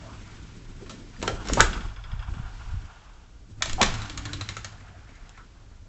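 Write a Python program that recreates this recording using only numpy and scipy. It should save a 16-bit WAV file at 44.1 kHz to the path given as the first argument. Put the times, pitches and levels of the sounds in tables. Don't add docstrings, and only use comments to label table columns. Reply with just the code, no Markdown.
import sys
import numpy as np
from scipy import signal
from scipy.fft import rfft, irfft
from scipy.io import wavfile
from scipy.ndimage import uniform_filter1d

SR = 44100
rng = np.random.default_rng(int(sys.argv[2]) if len(sys.argv) > 2 else 0)


def inscribe(sig):
    pcm = np.round(np.clip(np.atleast_2d(sig).T, -1, 1) * 32767)
    wavfile.write(sys.argv[1], SR, pcm.astype(np.int16))


N = 259308

# start_s, buffet_db, rumble_db
AIR_LEVELS = [(0.0, -48.5, -49), (0.77, -44.5, -52.5), (0.85, -50, -45.5), (1.15, -47, -54),
              (1.28, -37, -35.5), (1.42, -37.5, -46), (1.6, -28, -24.5), (1.64, -25, -44),
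              (1.74, -31.5, -37.5), (2.03, -40.5, -67), (2.15, -29.5, -59), (2.23, -40, -72),
              (2.31, -44, -51), (2.59, -39, -57), (2.75, -31, -54), (2.96, -54.5, -64), (3.47, -48.5, -58),
              (3.85, -32, -39.5), (4.01, -39, -52), (4.31, -43.5, -48.5), (4.88, -51, -59),
              (5.88, -50, -61.5)]
# start_s, slide_db, rustle_db
MOTION_LEVELS = [(0.0, -56, -58), (.3, -55.5, -57.5), (.7, -62, -62), (1.21, -60, -59), (1.28, -65, -47),
                 (1.39, -44.5, -59), (1.49, -46, -47), (1.65, -40, -41.5), (1.96, -53.5, -63),
                 (2.29, -48.5, -63.5), (2.6, -52, -57.5), (3.06, -55, -64.5), (3.29, -64.5, -70),
                 (3.56, -72, -78.5), (3.68, -46.5, -41.5), (3.78, -55, -54), (3.83, -33, -37.5),
                 (4.16, -51, -53.5), (4.55, -52.5, -52), (4.9, -59, -66), (5.24, -61.5, -64.5),
                 (5.88, -69, -73)]
# drum_db, boom_db, hollow_db, body_db, clack_db, tick_db
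LEAF_SHIVERS = [(0.0771, 0.0088, -8.5, -18.5, -26, -17.5, -6.5, -16, -30.5),
                (.0784, 0.0076, -5, -24, -32.5, -25.5, -13, -13, -15.5)]
# start_s, level_db (before colour)
SHIVER_LEVELS = [
    [(1.731, -26), (1.88, -43), (1.96, -41), (2.037, -36.5), (2.12, -39), (2.2, -40)],
    [(3.8605, -18), (4.02, -26), (4.17, -19), (4.41, -19), (4.645, -21), (4.72, -37.5), (4.89, -44.5)],
]


def gain_of(db):
    return 10 ** (np.asarray(db) / 20)


def evened(x):
    return x / np.sqrt(np.mean(x ** 2) + 1e-20)


def steadied(x, samples):
    power = abs(uniform_filter1d(x ** 2, int(samples)))
    return evened(x / np.sqrt(power + 0.12 * np.mean(x ** 2)))


def read(points, hz):
    f, value = np.transpose(points)
    return np.interp(np.log(hz + 1), np.log(f + 1), value)


def curves(rows):
    s, *columns = np.transpose(rows)
    return [np.interp(np.arange(N) / SR, s, c) for c in columns]


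def resonate(x, hz, width):
    turn = np.exp(2j * np.pi * np.cumsum(hz * np.ones(len(x))) / SR)
    r = np.exp(-np.pi * width / SR)
    smooth = signal.lfilter([1 - r], [1, -r], x / turn + 1e-18)
    return 2 * (turn * smooth).real


def band(x, lo_hz, hi_hz):
    return signal.sosfilt(signal.butter(4, [lo_hz, hi_hz], "band", fs=SR, output="sos"), x)


def coloured(points):
    z = rfft(rng.standard_normal(N))
    return evened(irfft(z * gain_of(read(points, np.fft.rfftfreq(N, 1 / SR))), N))


def lumps(per_s, depth_db):
    return evened(gain_of(depth_db * evened(band(rng.standard_normal(N), per_s / 8, per_s))))


def floor():
    # frequency_hz, relative_db_per_hz
    hiss_spectrum = [(12, -27.5), (20, -1.5), (42, 4), (112, -3), (273, -21.5), (420, -14), (1780, -27),
                     (2030, -27.5), (7390, -28.5), (7970, -37.5), (8600, -72), (11200, -97), (18900, -120)]
    hiss_db = -56.5
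    buzz_hz, first_dip_s, dip_db, dip_width_s = 30.02, .0303, -43, 0.0022
    cycle = ((np.arange(N) / SR - first_dip_s) * buzz_hz + .5) % 1 - .5
    dips = np.exp(-(cycle / buzz_hz / dip_width_s) ** 2 / 2)
    return gain_of(hiss_db) * coloured(hiss_spectrum) - gain_of(dip_db) * (dips - dips.mean())


def rumble():
    _, rumble_db = curves(AIR_LEVELS)
    dull = coloured([(110, -26), (150, -1), (300, -5.5), (500, -16.5), (700, -30.5)])
    return gain_of(rumble_db) * evened(dull * lumps(20, 2.2))


def drone():
    # start_s, level_db
    drone_levels = [(0, -47.5), (1.08, -52), (1.36, -40), (1.47, -61), (1.57, -46), (1.93, -50),
                    (2.39, -42), (2.57, -53), (2.78, -37), (2.91, -63), (3.45, -62.5), (3.52, -47),
                    (4.0, -35.5), (4.06, -45.5), (4.33, -38), (4.7, -47.5), (5.05, -53.5), (5.1, -65),
                    (5.55, -64), (5.62, -55.5), (5.88, -58)]
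    throb_db, beat_db, beat_lag_s = 0.9, 4.5, .018
    (level_db,) = curves(drone_levels)
    narrow = resonate(resonate(rng.standard_normal(N), 102.2, 16), 100, 31)
    hum = steadied(narrow, 900) * lumps(14.9, throb_db)
    since = np.arange(N) / SR - SHIVER_LEVELS[1][0][0] - beat_lag_s
    swell = np.cos(2 * np.pi * since / LEAF_SHIVERS[1][0])
    hum *= gain_of(beat_db * swell * (since > 0) * (since < 1.2))
    return gain_of(level_db) * hum


def panel_tone():
    on_s, off_s, start_db, rise_db = 4.02, 4.41, -52.5, 7.5
    grown = (np.arange(N) / SR - on_s) / (off_s - on_s)
    level = gain_of(start_db + rise_db * np.clip(grown, 0, 1)) * (grown > 0) * (grown < 1)
    tone = steadied(resonate(rng.standard_normal(N), 296, 5.9), 1500)
    return uniform_filter1d(level, 1800) * tone


def buffets():
    gust_db = 3
    air_db, _ = curves(AIR_LEVELS)
    air = steadied(band(rng.standard_normal(N), 16, 62), 1100) * lumps(15.5, gust_db)
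    return gain_of(air_db) * air


def puffs():
    # centre_s, peak_db, width_s
    puff_events = [(1.53, -19.5, 0.0027), (1.642, -18, 0.0043), (2.138, -22, 0.0018), (2.2, -24.5, 0.003),
                   (2.289, -22, 0.002), (2.326, -21.5, 0.0031), (2.372, -25.5, 0.0014),
                   (2.401, -20, 0.0016), (2.409, -26, 0.0027), (2.458, -25, 0.0034), (2.721, -34, 0.0025),
                   (2.744, -27, 0.0015), (2.779, -29, 0.0033), (3.742, -21.5, 0.012), (3.855, -23, 0.0065),
                   (3.897, -20.5, 0.0076)]
    t, out = np.arange(-3000, 3000) / SR, np.zeros(N)
    for s, db, width in puff_events:
        u = t / width
        push = 1.5 * np.exp(-u ** 2 / 2) - .5 * np.exp(-u ** 2 / 18)
        out[round(s * SR) - 3000:][:6000] += gain_of(db) * push
    return out


def room(x):
    # frequency_hz, t60_s
    decay = [(150, 1), (500, 0.28), (1500, 0.26), (4000, 0.24), (8000, 0.21)]
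    taps = np.zeros(SR)
    at = np.arange(200, SR - 20, 20)
    taps[at + rng.integers(0, 20, len(at))] = rng.choice([-1., 1.], len(at))
    hz, t, z = signal.stft(taps, SR, nperseg=256)
    dying = z * gain_of(-60 * t / read(decay, hz)[:, None])
    tail = signal.istft(dying, SR, nperseg=256)[1]
    return signal.fftconvolve(x, tail / np.linalg.norm(tail))[:N]


def rustle():
    # frequency_hz, relative_db_per_hz
    rustle_spectrum = [(1530, -27), (2600, -0.5), (7150, -7), (8020, -14.5), (8350, -24), (8600, -42.5),
                       (11200, -79), (18900, -120)]
    scuff_db = -4
    _, rustle_db = curves(MOTION_LEVELS)
    scuff = evened(band(rng.standard_normal(N) * lumps(30, 0.6), 1600, 2420))
    bright = coloured(rustle_spectrum) * lumps(51, 1.3)
    return gain_of(rustle_db + scuff_db) * scuff + gain_of(rustle_db) * bright


def sliding():
    # resonance_hz, width_hz, relative_db
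    track_modes = [(735, 180, 1), (960, 41, -3), (1197, 110, 7), (1372, 81, 14), (1500, 25, 1.5)]
    slide_db, _ = curves(MOTION_LEVELS)
    grain = rng.standard_normal(N) * lumps(18, 2.2)
    track = sum(gain_of(db) * evened(resonate(grain, hz, w)) for hz, w, db in track_modes)
    low, high = evened(band(grain, 620, 1610)), evened(band(grain, 1600, 3600))
    return gain_of(slide_db) * evened(evened(track) + 1.5 * low + .5 * high)


def rubs(events):
    out, grit = np.zeros(N), rng.standard_normal((len(events), 8000))
    t = np.arange(-4000, 4000) / SR
    for (s, db, hz, length), g in zip(events, grit):
        pitched = evened(resonate(resonate(g, hz, 0.35 * hz), hz, 0.45 * hz))
        sound = gain_of(db) * np.exp(-(2 * t / length) ** 2) * pitched
        a = round(s * SR) - 4000
        out[max(a, 0):a + 8000] += sound[max(-a, 0):N - a]
    return out


def settling(count=21):
    settle_pitches = (683, 1490, 1960)
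    from_s, to_s, mean_db, mean_length_s = 4.74, 5.36, -62.5, 0.061
    step, chance = (to_s - from_s) / count, rng.random((count, 3))
    return [(from_s + (k + a) * step, mean_db + 6 * (b - .5), settle_pitches[k % 3], mean_length_s * (.5 + c))
            for k, (a, b, c) in enumerate(chance)]


def chinks(events, modes):
    t, out = np.arange(12000) / SR, np.zeros(N + 12000)
    spread = rng.standard_normal((len(events), len(modes)))
    for (s, db, tilt_db), row in zip(events, spread):
        for (hz, mode_db, t60), chance in zip(modes, row):
            tilt = np.clip(tilt_db, -4, 4) * np.log2(hz / 3000)
            level = gain_of(db + mode_db + 2.5 * chance + tilt - 60 * t / t60)
            out[round(s * SR):][:12000] += level * np.sin(2 * np.pi * hz * t)
    return out[:N]


def strain():
    # start_s, level_db, pitch_hz
    strain_curves = [
        [(1.57, -43, 550), (1.575, -19, 600), (1.59, -28.5, 905), (1.6, -17.5, 1141), (1.608, 0, 1250)],
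        [(3.779, -41, 720), (3.783, -34.5, 726), (3.806, -27, 740), (3.811, -17.5, 793), (3.818, -24.5, 890)],
    ]
    creak_widths = (540, 200)
    out = np.zeros(N)
    slips = rng.standard_normal(N) * (rng.random(N) < 2500 / SR)
    for rows, width_hz in zip(strain_curves, creak_widths):
        a, b = round(rows[0][0] * SR), round(rows[-1][0] * SR)
        db, hz = (c[a:b] for c in curves(rows))
        creak = resonate(resonate(slips[a:b], hz, width_hz), hz, width_hz)
        out[a:b] = gain_of(db) * steadied(creak, 150) * signal.windows.tukey(b - a, .15)
    return out


def shivers():
    tap_spread_db = 2
    leaves = []
    for (beat, length, ring_db, *colour), rows in zip(LEAF_SHIVERS, SHIVER_LEVELS):
        s, db = np.transpose(rows)
        times = np.arange(s[0], s[-1], beat)
        spread = tap_spread_db * rng.standard_normal((20, 6))
        leaves.append([(a, np.interp(a, s, db), *(colour + c), length, ring_db)
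                       for a, c in zip(times, spread)])
    return leaves


def blows():
    # start_s, level_db (before colour), tilt_db_per_octave, extra_body_db, extra_lows_db, contact_length_s
    knock_events = [(.86, -43, -2, 9, 1.5, 0.011), (0.894, -30, -0.6, -1.5, 0.5, 0.022),
                    (1.216, -23, -2, 3.5, 0, 0.0022), (1.225, -20.5, 0.4, 6, 9.5, 0.0068),
                    (1.276, -9, -2, 4, 4, 0.0045), (1.296, -26, -13, -1, 8, 0.0033),
                    (1.453, -26.5, -1, -6, 11.5, 0.0022), (1.472, -27, 3, 5.5, -2.5, 0.0029),
                    (1.485, -17.5, 1, -5, 9, 0.0041), (1.496, -25.5, -4, 8.5, 12.5, 0.0067),
                    (1.533, -23, 9, 12, -7, 0.004), (1.57, -13.5, -8.5, -4, 16.5, 0.0015),
                    (1.605, 3.5, 3.5, -7, -0.5, 0.002), (1.61, -9.5, -6, 17, 3, 0.0019),
                    (2.217, -50, -1, 7, -7, .004), (2.337, -40, -6, 14, -10, 0.0044),
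                    (3.606, -42, -12.5, 10, -4, 0.013), (3.621, -4, -1, -3, -22.5, 0.005),
                    (3.656, -19, 0.5, -2, -2, 0.0052), (3.695, -23, 1.5, 4, -14, 0.0055),
                    (3.73, -15, 2, -12, -12.5, 0.0022), (3.813, -4.5, .3, 7.5, 5, 0.0058),
                    (3.827, 1.5, -2, -0.5, -12, 0.0049), (5.09, -46, -0.5, 4, 8, 0.0064),
                    (5.153, -47, 3.5, -3.5, -10, 0.0044), (5.292, -36.5, 5, -4, 0.5, 0.0022),
                    (5.374, -36, -3, 5, -8, 0.0065)]
    # drum_db, boom_db, hollow_db, body_db, clack_db, tick_db
    plain_colour = (-22, -20, -17, -13.5, -12.5, -13)
    ring_db = -6
    octaves = np.array([0, 0, -1.2, 0, 1, 2])
    low_share = np.array([1, 1, 0.44, 0, 0, 0])
    body_share = np.array([0, 0, 0, 1, 0, 0])
    return [(s, db, *(plain_colour + tilt_db * octaves + body_db * body_share + low_db * low_share),
             length, ring_db)
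            for s, db, tilt_db, body_db, low_db, length in knock_events]


def knocks(events):
    # mode_hz, level_db, t60_s (at most 40 cycles are allowed below)
    door_modes = [(226, 1.5, 0.13), (291, -4, 0.17), (464, -10, 0.12), (502, -10.5, 0.17),
                  (596, -14.5, 0.024), (674, 17.5, 0.19), (792, 15.5, .06), (880, -4.5, 0.051),
                  (1135, 5.5, 0.18), (1120, -17, .06), (1350, 0.5, 0.077), (1372, 6.5, 0.075),
                  (1570, 2.5, 0.0404), (1820, -5, .04), (1894, 6, .04), (2110, -3.5, .03),
                  (2340, -0.5, 0.039), (3360, -14.5, .02), (3300, -14, 0.022), (4070, 5.5, 0.015),
                  (4307, 2.5, .01), (4670, -4, .01), (6985, 1.5, 0.013), (7590, 3.5, .01)]
    band_edges = [170, 500, 1100, 2500, 5000, 8600]
    drum_hz, drum_t60_s, drum_rise_s = 103.4, .16, .015
    t = np.arange(8192) / SR
    loss = 40
    ring = sum(gain_of(db - 60 * t / min(t60, loss / hz)) * np.sin(2 * np.pi * hz * t)
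               for hz, db, t60 in door_modes)
    grit = rng.standard_normal((len(events), 4096))
    force, push = np.zeros((2, 5, N + 4096)), np.zeros(N)
    u = t[:4096]
    for (s, db, drum_db, *share_db, length, ring_db), g in zip(events, grit):
        at = round(s * SR)
        chatter = 0.038 * np.exp(-u / 0.011)
        fade = np.exp(-u / np.clip(length, .0007, .03)) + chatter
        rough = g * np.minimum(u / 0.0012, 1) ** 2 * fade
        contact = rough * gain_of(db + np.array(share_db))[:, None]
        force[:, :, at:at + 4096] += [contact, gain_of(ring_db) * contact]
        push[at] = gain_of(db + drum_db)
    drum = (1 - np.exp(-t / drum_rise_s)) * gain_of(-60 * t / drum_t60_s) * np.sin(2 * np.pi * drum_hz * t)
    out = signal.oaconvolve(push, drum)[:N]
    for k in range(5):
        edges = band_edges[k], band_edges[k + 1]
        click, part = band(t == 0, *edges), band(ring, *edges)
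        out += signal.oaconvolve(force[0, k], click / np.linalg.norm(click))[:N]
        out += signal.oaconvolve(force[1, k], part / np.linalg.norm(part))[:N]
    return out


def scene():
    # start_s, level_db, tilt_db_per_octave (limited to 4 either way)
    pivot_events = [(2.2273, -54, -9), (2.3494, -58, -4.5), (3.697, -42, 1)]
    # mode_hz, level_db, t60_s
    pivot_modes = [(1850, -6, .05), (2280, -12, .3), (2720, -5, .08), (2880, -6, .06), (3300, 1, .07),
                   (3400, 3, .08), (3520, -3, .06), (4620, -12, .1), (5050, -3, .1)]
    # start_s, level_db, tilt_db_per_octave
    knob_touches = [(1.165, -41.5, 0.0048)]
    # mode_hz, level_db, t60_s
    knob_modes = [(1800, -7.5, .03), (1855, -2, 0.037), (4830, -15.5, 0.12)]
    # centre_s, level_db, pitch_hz, length_s
    rub_events = [(.057, -48.5, 630, 0.069), (.098, -51.5, 1050, 0.076), (.3, -63, 2080, 0.31),
                  (.831, -45, 399, 0.034), (.94, -46, 229, .03), (1.03, -45.5, 330, 0.0291),
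                  (1.246, -37, 890, 0.031), (1.283, -36, 1500, 0.03), (1.32, -46.5, 520, 0.12),
                  (1.598, -28, 3700, 0.0038), (1.672, -48, 1350, .02), (1.758, -42, 1330, 0.086),
                  (4.296, -45, 1500, 0.027), (4.958, -56.5, 646, 0.031), (5.4, -51, 1300, 0.035),
                  (5.578, -67, 1440, .034), (5.723, -62.5, 1480, .023)]
    pivot_db = -12.5
    first, second = shivers()
    tapped = [(s, db + pivot_db, -2.5) for s, db, *_ in first]
    metal = chinks(pivot_events + tapped, pivot_modes) + chinks(knob_touches, knob_modes)
    door = knocks(blows() + first + second) + strain() + metal + rubs(rub_events + settling())
    air = buffets() + puffs()
    around = floor() + rumble() + drone() + panel_tone() + air + rustle() + sliding()
    return (door + gain_of(-7.5) * room(door) + around)[None]


def record(dry):
    sensor_hz, edge_hz = 8050, 16300
    knee, room_left = .76, .12
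    sensed = signal.oaconvolve(dry, signal.firwin(301, sensor_hz, window=("kaiser", 9), fs=SR)[None], "same")
    over = np.maximum(abs(sensed) - knee, 0)
    clipped = sensed - np.sign(sensed) * (over - room_left * np.tanh(over / room_left))
    return signal.oaconvolve(clipped, signal.firwin(511, edge_hz, window=("kaiser", 9), fs=SR)[None], "same")


dry = scene()
out = record(dry)
inscribe(out)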